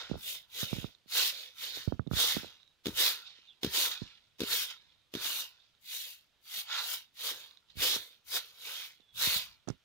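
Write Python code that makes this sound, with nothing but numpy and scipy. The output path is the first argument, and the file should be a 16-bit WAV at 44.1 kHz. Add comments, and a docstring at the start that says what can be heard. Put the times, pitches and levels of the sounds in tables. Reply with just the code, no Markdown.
"""A quiet yard, where grain is tossed, caught and shaken on a woven tray while birds whistle far away.
Kernels slide, click together, rattle the strips and drum on the weave, and the tray pushes the air.
Fingers tap the tray from below and make the kernels jump. Close by, a hand bumps a two-microphone
phone, mostly on the right, and wind puffs twice on the left. The left microphone is open and bright;
the right one sits behind a small opening, its port, that rings near 3.7 kHz."""
import sys
import numpy as np
from scipy import signal
from scipy.io import wavfile
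from scipy.ndimage import uniform_filter1d

SR = 44100
rng = np.random.default_rng(int(sys.argv[2]) if len(sys.argv) > 2 else 0)


def generate_wav(signal):
    """Clip the signal to [-1, 1] and save it as 16-bit WAV at the path in sys.argv[1]."""
    frames = np.transpose(np.atleast_2d(signal))
    scaled = np.clip(frames, -1, 1) * 32767
    pcm = np.round(scaled).astype(np.int16)
    wavfile.write(sys.argv[1], SR, pcm)


N = 433944


def gain_of(db):
    return 10 ** (np.asarray(db) / 20)


def unit_power(x):
    return x / np.sqrt(np.mean(x ** 2) + 1e-20)


def blur(noise, bins, frames):
    """Smooth noise across pitch and time into drifting patches."""
    return unit_power(uniform_filter1d(uniform_filter1d(noise, bins, axis=0), frames, axis=1))


def values_at(table, hz):
    """Look up a table's columns at the pitches hz."""
    row_hz, *columns = np.transpose(table)
    return np.array([np.interp(np.log(hz + 1), np.log(row_hz + 1), column) for column in columns])


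def add(mix, start, sound):
    part = mix[..., round(start * SR):][..., :sound.shape[-1]]
    part += sound[..., :part.shape[-1]]


def tone_filter(db):
    """Turn gains in dB, from 0 Hz to SR / 2, into a filter that rings only after a hit."""
    log = np.log(gain_of(np.maximum(db, -100)))
    log = np.concatenate([log, log[..., -2:0:-1]], -1)
    return np.fft.ifft(np.exp(log - 1j * signal.hilbert(log).imag)).real[..., :1024]


# Surges of grain. Each row: start, rise and hold in seconds, base droop over the hold in dB, base fall
# in dB per second, then levels in dB for five layers: sliding, clicking, strips, drumming, pushed air.
SURGES = [(-0.019, 0.014, 0.055, 6.5, 58.5, -46, -64.5, -54, -58, -69),
          (0.125, 0.17, 0.059, 5, 247, -43, -40, -63, -60, -72),
          (0.459, 0.14, 0.034, 0, 239.5, -40.5, -42.5, -55, -53.5, -70),
          (0.596, 0.11, 0.12, 3.5, 169, -47.5, -52.5, -65, -56.5, -87),
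          (1.055, 0.12, 0.12, 5, 374, -30.0, -33.5, -45, -50.5, -66),
          (1.257, 0.084, 0.093, 0.5, 160.5, -49, -54, -65.5, -63, -94.5),
          (1.512, 0.12, 0.041, 1.5, 102, -42, -46, -56.5, -57.5, -72.5),
          (1.687, 0.075, 0.088, 9, 174.5, -45, -49, -57, -58, -70),
          (2.084, 0.12, 0.12, 6, 136.5, -30, -33, -41, -48, -60),
          (2.399, 0.085, 0.15, 17, 211.5, -57.5, -81.5, -71.5, -70.5, -93.0),
          (2.855, 0.006, 0.049, 1, 149, -54.0, -54.5, -62.5, -61, -56),
          (2.914, 0.088, 0.082, 0.5, 187, -31, -32.5, -43.5, -50, -80),
          (3.183, 0.087, 0.044, 4, 72.5, -54.5, -87, -72.5, -88.0, -85),
          (3.63, 0.002, 0.064, 1.5, 49, -47.5, -56, -61.5, -65, -68),
          (3.668, 0.095, 0.099, 1.5, 219, -32.5, -33.5, -43, -50.5, -79),
          (3.887, 0.027, 0.018, 3, 241.5, -38.5, -47.5, -51, -74.5, -94),
          (3.939, 0.082, 0.087, 4.5, 168.5, -55, -95.5, -70.5, -88, -99.5),
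          (4.411, 0.0057, 0.12, -4, 187, -46.5, -53.5, -60.5, -65.5, -66),
          (4.419, 0.11, 0.1, 3.5, 211, -34.5, -34, -49.5, -55.5, -86),
          (4.649, 0.063, 0.013, 9, 249, -42, -55, -56.5, -73.5, -87.5),
          (4.754, 0.056, 0.125, 5, 121, -70, -91.5, -89.5, -87.5, -78),
          (5.137, 0.011, 0.084, -8, 137, -53, -62, -62.5, -66, -69.5),
          (5.138, 0.12, 0.15, 1.5, 227, -39, -38.5, -52.5, -60.5, -76.5),
          (5.447, 0.1, 0.11, 5, 92.5, -68, -92, -81.5, -92.5, -104.0),
          (5.775, 0.17, 0.18, 7.5, 190.5, -44.5, -41, -67, -69, -81.5),
          (6.387, 0.16, 0.055, -2, 261.5, -45.5, -42.5, -62, -72, -94.5),
          (6.61, 0.11, 0.069, -5.5, 187.5, -41, -55.5, -47.5, -60, -89),
          (6.763, 0.049, 0.13, -8.5, 255.5, -48.5, -48.5, -63, -64, -79.0),
          (7.112, 0.15, 0.046, 1, 459.5, -38, -39.5, -53, -56.5, -77.0),
          (7.248, 0.073, 0.094, 4.5, 124.5, -48, -51, -60, -62.5, -76),
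          (7.644, 0.068, 0.037, 7.5, 321, -65.5, -81, -87, -93, -75),
          (7.738, 0.095, 0.13, 6, 494, -31, -33, -45.5, -50, -63),
          (7.919, 0.049, 0.078, 5, 132.5, -50, -49.5, -63.5, -60, -90),
          (8.226, 0.13, 0.019, 1.0, 379.5, -36.5, -36, -50, -53.5, -68.5),
          (8.396, 0.03, 0.059, 3.5, 68, -55, -58.5, -69.5, -69, -82),
          (8.497, 0.18, 0.18, 4, 182.5, -45.5, -46.5, -58, -63.5, -78),
          (9.118, 0.11, 0.14, 3, 172.5, -32.5, -33.5, -44.5, -53.5, -57),
          (9.666, 0.025, 0.019, 6.5, 251.5, -62.5, -68.5, -75, -88, -88)]
# Those five layers. Each row: exponent of the swell, multiplier of droop and fall, resting level in dB.
LAYERS = [(2.64, 1.049, -92.5), (2.18, 1.25, -105), (3, 0.97, -98), (3.6, 1.02, -94.5), (0.89, .55, -86.5)]
# During a hold the heap spreads and the low layers drain: each layer's extra loss in dB per second.
DRAIN_DB_PER_S = [0.5, -5.5, 15, 24.5, 5]


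def surge_levels():
    """Each layer's level in dB: surges swell, hold and fall away, and overlapping ones add in power."""
    t = np.arange(0, N + 132, 132) / SR
    start, rise, hold, droop_db, fall_rate, *peaks_db = np.transpose(SURGES)[:, :, None]
    age = t - start
    held = np.clip(age - rise, 0, hold)
    swell_db = 20 * np.log10(np.clip(age / rise, 1e-4, 1))
    loss_db = droop_db * held / hold + fall_rate * np.maximum(age - rise - hold, 0)
    levels = []
    for peak_db, (curve, speed, rest_db), drain in zip(peaks_db, LAYERS, DRAIN_DB_PER_S):
        power = gain_of(2 * (peak_db + curve * swell_db - speed * loss_db - drain * held)).sum(0)
        levels.append(np.interp(np.arange(N) / SR, t, 10 * np.log10(power + gain_of(2 * rest_db))))
    return levels


def patter(db, most_per_s):
    """Two like streams of hits, one heard by both sides and one only by the right: each is a dense hiss in the
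    thick of a toss and thins to single kernels as it dies."""
    per_s = np.clip(most_per_s * gain_of(0.6 * (db - db.max())), 300, SR / 2)
    lands = rng.random((2, N)) < per_s / SR
    size = rng.standard_normal((2, N))
    hits = unit_power(np.sign(size) * gain_of(5 * abs(size))) * lands * np.sqrt(SR / per_s)
    handfuls_db = unit_power(uniform_filter1d(rng.standard_normal(N), size=300))
    return hits * gain_of(handfuls_db)


# How each microphone colours the grain. Each row: pitch in Hz, left gain in dB, right gain in dB.
GRAIN_TONE = [(135, -20, -16), (256, -12.5, -15.5), (477, -1.5, -3), (780, -17, -16.5), (1270, -14, -19.5),
              (1990, -14, -15), (2580, -11.5, -11.5), (3100, -12, -5), (3680, -13.5, 0), (4300, -13, -6.5),
              (4970, -11.5, -10.5), (6760, -13.5, -19.5), (8040, -23.5, -25), (9550, -21.5, -24.5),
              (13000, -16, -58.5), (15200, -16.5, -35.5)]
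# How alike the two sides sound. Each row: pitch in Hz, likeness from 0 to 1.
LIKENESS = [(300, 0.93), (1000, .8), (2500, 0.86), (5000, 0.22), (10000, 0.12)]


def at_microphones(hits, other_hits, low_hz, high_hz):
    """One band of the grain; the right side hears it a little later and partly from other kernels."""
    hz = np.fft.rfftfreq(2048, 1 / SR)
    band_db = -10 * np.log10((1 + (low_hz / (hz + 1)) ** 10) * (1 + (hz / high_hz) ** 10))
    left_db, right_db = values_at(GRAIN_TONE, hz) + band_db
    alike = values_at(LIKENESS, hz)[0]
    shared = tone_filter(right_db + 20 * np.log10(alike))
    own = tone_filter(right_db + 10 * np.log10(1 - alike ** 2))
    left = signal.oaconvolve(hits, tone_filter(left_db))
    right = signal.oaconvolve(np.roll(hits, 3), shared) + signal.oaconvolve(other_hits, own)
    return np.array([left[:N], right[:N]])


# The weave's resonances. Each row: pitch in Hz, width in Hz, boost in dB under the fullest load.
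WEAVE_MODES = [(431, 39, -4), (550, 70, 0.5), (886, 72, 0.5), (940, 67, 2.5), (1416, 79, 5)]
# Grain sliding thinly has less bass than a heap. Each row: time in seconds, bass loss in dB per octave.
BASS_LOSS = [(0, 1.5), (5.6, -5), (6.4, 9), (7.05, 14), (7.2, -4.5), (8.6, -1), (9.84, 0)]


def loaded_weave(sound, load_db):
    """The loaded weave keeps changing which pitches it favours: narrow streaks and broad patches."""
    hz, t, spectrum = signal.stft(sound, SR, nperseg=512, noverlap=384)
    hz = hz[:, None]
    light_db = np.interp(t, np.arange(N) / SR, load_db.max() - load_db)  # grows as the tray empties
    streaks, patches = rng.standard_normal((2,) + spectrum.shape[:0:-1]).transpose(0, 2, 1)
    streaks = unit_power(uniform_filter1d(uniform_filter1d(streaks, 30, axis=1), 20, axis=1))
    streaks *= 0.6 + 0.04 * np.minimum(light_db, 35)  # few kernels ring clearer
    drift_db = 2 * streaks + 2.01 * blur(patches, bins=8, frames=24)
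    drift_db *= 1 - 0.5 * np.clip(np.log2((hz + 1) / 4000), 0, 1)  # the treble pours more evenly
    modes_db = sum(db / (1 + (2 * (hz - pitch) / width) ** 2) for pitch, width, db in WEAVE_MODES)
    bass_slope = 0.22 * light_db + np.interp(t, *np.transpose(BASS_LOSS))  # a light load loses bass
    thin_db = -bass_slope * np.clip(np.log2(680 / (hz + 1)), 0, 2)
    dull_db = -0.2 * light_db * np.clip(np.log2((hz + 1) / 4300), 0, 0.6)  # slow kernels sound duller
    spectrum *= gain_of(drift_db + modes_db * (1 + 0.043 * light_db) + thin_db + dull_db)
    return signal.istft(spectrum, nperseg=512, noverlap=384)[1][:, :N]


def tossed_grain():
    """Kernels slide, click, rattle the strips and drum, over a low puff of air pushed by the tray."""
    slide_db, click_db, strips_db, drum_db, air_db = surge_levels()
    shower = np.zeros((2, N))
    for db, low_hz, high_hz, most_per_s in ((slide_db, 1950, 7300, 30000), (click_db, 7300, 18000, 40000),
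                                            (strips_db, 850, 1950, 15000), (drum_db, 260, 850, 10000)):
        layer = at_microphones(*patter(db, most_per_s), low_hz, high_hz)
        layer *= gain_of(db) / np.sqrt(np.mean(layer.mean(0) ** 2))
        if db is click_db:  # the right side's treble fades away faster as the clicking gets quieter
            layer[1] *= gain_of(0.33 * (db - db.max()))
        shower += layer
    air_band = signal.butter(2, [35, 150], "band", fs=SR, output="sos")
    air = unit_power(signal.sosfilt(air_band, rng.standard_normal((2, N))))
    return loaded_weave(shower, drum_db) + air * gain_of(air_db + [[0], [-1.5]])


# The hush of the yard. Each row: pitch in Hz, relative left and right levels in dB.
AIR_TONE = [(39.4, -113.1, -106.1), (105, -108.3, -102.5), (238, -111.7, -109.8), (500, -112.8, -112.1),
            (1018, -114.5, -111.9), (2000, -113.6, -113.2), (2900, -111.0, -107.3), (3600, -114.2, -103.2),
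            (4260, -114.0, -110.4), (6460, -118.7, -121.4), (9000, -126.4, -126.8), (15000, -127.8, -129.8)]


def yard_air():
    """Faint air with drifting patches, partly shared by both microphones."""
    frames, hz = N // 256 + 5, np.fft.rfftfreq(1024, 1 / SR)
    left_re, left_im, own_re, own_im, patches = rng.standard_normal((frames, 513, 5)).T
    left = left_re + 1j * left_im
    right = 0.5 * left + np.sqrt(0.75) * (own_re + 1j * own_im)
    tone_db = values_at(AIR_TONE, hz)
    spectrum = np.array([left, right]) * gain_of(tone_db[:, :, None] + blur(patches, bins=10, frames=12))
    air = signal.istft(spectrum, nperseg=1024, noverlap=768)[1][:, :N]
    power = np.mean(gain_of(2 * tone_db)) * SR / 2
    return gain_of(-1.5) * unit_power(air) * np.sqrt(power)


# Low thumps on a microphone: hand bumps, and two puffs of wind on the left near 9.3 s. Each row: time
# in seconds, relative level in dB, slowness and softness in milliseconds, side (0 is left, 1 is right).
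THUMPS = [(0.098, -45.5, 2.5, 0.43, 1), (0.1141, -29.5, 2.1, 0.66, 1), (0.1334, -47, 6.6, 0.2, 1),
          (0.142, -38, 1.1, 0.6, 0), (0.155, -33.5, 0.72, 0.7, 1), (0.63, -36.5, 3.3, 0.18, 1),
          (0.717, -51, 9.3, 0.44, 1), (0.73, -30, 3.1, 0.43, 1), (0.767, -46, 3, 0.22, 1),
          (0.784, -36, 3.5, 0.99, 1), (0.8305, -49.5, 2.9, 0.33, 1), (0.8436, -35.5, 3.15, 0.29, 1),
          (1.0595, -64, 2.5, 0.4, 1), (1.772, -45.5, 1.06, 0.32, 1), (1.8762, -30, 4.6, 0.65, 1),
          (1.9229, -29.5, 1.75, 0.31, 1), (1.9319, -44, 5.7, 0.58, 1), (1.9945, -31, 3.9, 0.17, 1),
          (2.0664, -43, 3.4, 0.63, 1), (2.0742, -38, 2.5, 0.79, 1), (2.1127, -32, 3.5, 0.21, 1),
          (2.134, -34, 5.1, 0.28, 1), (2.1663, -40, 5.1, 0.4, 1), (2.35, -52, 3.3, 0.4, 1),
          (2.3677, -31, 2.3, 0.32, 1), (2.4327, -46, 1.8, 0.35, 1), (2.4452, -42, 0.94, 0.32, 1),
          (3.387, -68.5, 1.3, 0.37, 1), (4.0183, -36, 3.1, 0.96, 1), (6.5781, -56, 0.81, 0.15, 1),
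          (7.755, -62, 5.8, 0.4, 1), (7.77, -49, 6.6, 0.66, 1), (7.783, -58, 4.9, 0.37, 1),
          (7.796, -50.5, 8.5, 0.4, 1), (7.962, -42, 1.4, 0.24, 1), (9.0, -66, 1.73, 0.38, 1),
          (9.273, -40.5, 3.6, 1, 0), (9.3607, -50.5, 4.9, 0.4, 0), (9.6742, -43, 3.4, 0.22, 1),
          (9.6837, -34.5, 0.97, 0.35, 1), (9.686, -37.5, 2, 0.24, 1), (9.701, -35.5, 2.9, 0.23, 1)]


def microphone_thumps():
    """The microphone's thin skin is shoved: it snaps, swings back ever more slowly and trembles."""
    out, ms = np.zeros((2, N)), np.arange(3500) / SR * 1000
    snap_hz, rumble_band = 1300, signal.butter(2, [40, 220], "band", fs=SR)
    for time, db, slow_ms, soft_ms, side in THUMPS:
        age = ms / slow_ms
        swing = np.sin(2 * np.pi * 1.05 * (age + 1e-9) ** 0.52)
        swing *= (1 - np.exp(-age / 0.12)) * np.exp(-age / 1.94)
        cushion = np.hanning(round(soft_ms * SR / 500) + 3)  # a soft push rounds the edge
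        swing = np.convolve(swing, cushion / cushion.sum())[:len(ms)]
        snap = np.sin(2 * np.pi * snap_hz * ms / 1000) * (1 - np.exp(-ms / 2.7))
        snap *= gain_of(17 - 45 * soft_ms - 60 * ms / 6)
        tremble = unit_power(signal.lfilter(*rumble_band, rng.standard_normal(len(ms))))
        tremble *= gain_of(-18.5 - 60 * ms / 130)
        add(out[side], time - soft_ms / 1000, gain_of(db + 14.5) * (swing + snap + tremble))
    return signal.sosfilt(signal.butter(2, 28, "high", fs=SR, output="sos"), out)


# Single kernels landing. Each row: start in seconds, relative level in dB.
STRAY_KERNELS = [(0.9497, -39), (2.0735, -35.5), (2.481, -47), (2.542, -42), (2.5691, -42), (2.607, -45),
                 (2.6309, -41), (2.6774, -44), (3.3052, -33), (3.3892, -46), (3.4541, -45), (4.9044, -54),
                 (4.9477, -54), (5.7506, -51), (5.7793, -54), (7.51, -36), (7.534, -44), (7.5725, -36),
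                 (7.6879, -52), (7.6994, -43), (7.703, -38), (9.0059, -44), (9.0914, -52), (9.1074, -52),
                 (9.128, -54)]


def stray_kernels():
    """A lone kernel ticks: a dry click on both sides, plus a short ring of the port on the right."""
    out, t = np.zeros((2, N)), np.arange(400) / SR
    port_hz, weave_hz, husk_hz = 3750, 2300, 5400
    ring = gain_of(-60 * t / 0.009) * np.sin(2 * np.pi * port_hz * t)
    click = np.sin(2 * np.pi * weave_hz * t) + np.sin(2 * np.pi * husk_hz * t)
    click *= gain_of(-60 * t / 0.0015)
    tick = np.array([gain_of(-5) * click, gain_of(1.5) * (ring + click)]) * (1 - np.exp(-t / 0.00048))
    for start, db in STRAY_KERNELS:
        add(out, start, gain_of(db) * tick)
    return out


# Bird notes. Each row: start and length in seconds, first and last pitch in Hz, relative level in dB.
BIRD_NOTES = [(2.558, 0.26, 3920, 3760, -70.5), (3.47, 0.078, 4125, 2220, -59),
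              (3.473, 0.066, 3640, 3140, -59), (4.885, 0.037, 3470, 3250, -67),
              (5.599, 0.019, 3600, 3930, -61), (5.64, 0.07, 3480, 3300, -73),
              (9.008, 0.25, 3525, 3170, -68.5)]


def far_birds():
    """Gliding, wavering whistles off to the right, smeared by the yard's echo."""
    out = np.zeros(N)
    for start, length, first_hz, last_hz, db in BIRD_NOTES:
        progress = np.linspace(0, 1, round(length * SR))
        hz = first_hz + (last_hz - first_hz) * progress
        waver = gain_of(2.1 * unit_power(uniform_filter1d(rng.standard_normal(len(hz)), size=200)))
        swell = np.sin(np.pi * progress ** 0.45) ** 2
        add(out, start, gain_of(db) * waver * swell * np.sin(2 * np.pi * np.cumsum(hz) / SR))
    echo = rng.standard_normal(4000) * gain_of(-26.5 - 60 * np.arange(4000) / SR / 0.13)
    return (out + signal.oaconvolve(out, echo)[:N]) * gain_of([[-4], [4]])


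# Fingers under the tray, played by the next two functions. Each row: time in seconds, level of the
# blow in dB, pitch of the dent in Hz, relative boost of the jumping kernels in dB.
TAPS = [(2.8586, -32.5, 362, 5.5), (2.869, -21.5, 285, -1.5), (2.884, -26, 320, -6),
        (2.8939, -29, 239, -21), (3.6337, -29, 355, 6.5), (3.6479, -19.5, 288, -3),
        (3.6644, -27, 321, -3.5), (3.6753, -32, 142, -11), (4.396, -47, 330, 8.5), (4.406, -27, 342, 4),
        (4.4185, -21.5, 323, -8), (4.4357, -25, 312, -4), (4.44, -32, 306, -5.5), (5.1399, -34, 352, 4.5),
        (5.1533, -25.5, 301, -2.5), (5.1714, -33.5, 264, -3)]


def jumping_kernels():
    """Kernels stir as the tray starts to move just before each tap, then jump and rattle at the blow."""
    hits, t = np.zeros(N), np.arange(2200) / SR
    stir_s = 0.025
    stir = gain_of(-24.5) * np.minimum(t / 0.008, 1) * (t < stir_s)
    rattle = gain_of(-60 * t / 0.017) + gain_of(-10 - 60 * t / 0.11)
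    for time, db, _, jump_db in TAPS:
        add(hits, time - 0.0015, gain_of(db + jump_db) * rattle * rng.standard_normal(len(t)))
        add(hits, time - stir_s, gain_of(db) * stir * rng.standard_normal(len(t)))
    other_hits = hits * rng.choice([-1., 1.], N)
    return gain_of(8.5) * at_microphones(hits, other_hits, low_hz=650, high_hz=18000)


def finger_taps():
    """Each tap dents the damped weave once; it rings faintly and the whole tray sways low."""
    out, t = np.zeros(N), np.arange(-200, 3000) / SR
    after = np.maximum(t, 0)
    sway = gain_of(-26.5 - 60 * after / 0.21) * np.sin(2 * np.pi * 75 * after)
    for time, db, hz, _ in TAPS:
        dent = -np.cos(2 * np.pi * hz * t) * np.exp(-(1.71 * hz * t) ** 2)
        ring = gain_of(-20 - 60 * after / 0.16) * np.sin(2 * np.pi * 1.3 * hz * after)
        add(out, time + t[0], gain_of(db) * (dent + ring + sway))
    return out * gain_of([[0], [-3]])


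# A fingernail on the right port. Each row: time in seconds, relative level in dB, pitch in Hz.
NAIL_TICKS = [(9.6879, -27.5, 6100), (9.7028, -35, 5530)]


def nail_ticks():
    """A fingertip brushes past the right port just before its nail ticks on it."""
    out, ms = np.zeros((2, N)), np.arange(3500) / SR * 1000
    skin_band = signal.butter(2, [500, 5000], "band", fs=SR)
    for time, db, hz in NAIL_TICKS:
        tick = np.sin(2 * np.pi * hz * ms / 1000) * (1 - np.exp(-ms / 0.13))
        add(out[1], time, tick * gain_of(db + 11 - 60 * ms / 2.1))
        brush = signal.lfilter(*skin_band, rng.standard_normal(len(ms)))
        add(out[1], time - 0.012, brush * gain_of(-42.5 - 60 * ms / 120))
    return out


def scene():
    """The sounds of the tray, the phone and the yard, added together."""
    tray = tossed_grain() + jumping_kernels() + stray_kernels() + finger_taps()
    return tray + microphone_thumps() + nail_ticks() + far_birds() + yard_air()


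def record(dry):
    """Cut away the very highest treble."""
    cutoff_hz = 15750
    low_pass = signal.firwin(511, cutoff_hz, window=("kaiser", 11), fs=SR)
    return signal.oaconvolve(dry, low_pass[None], "same")


dry = scene()
out = record(dry)
generate_wav(out)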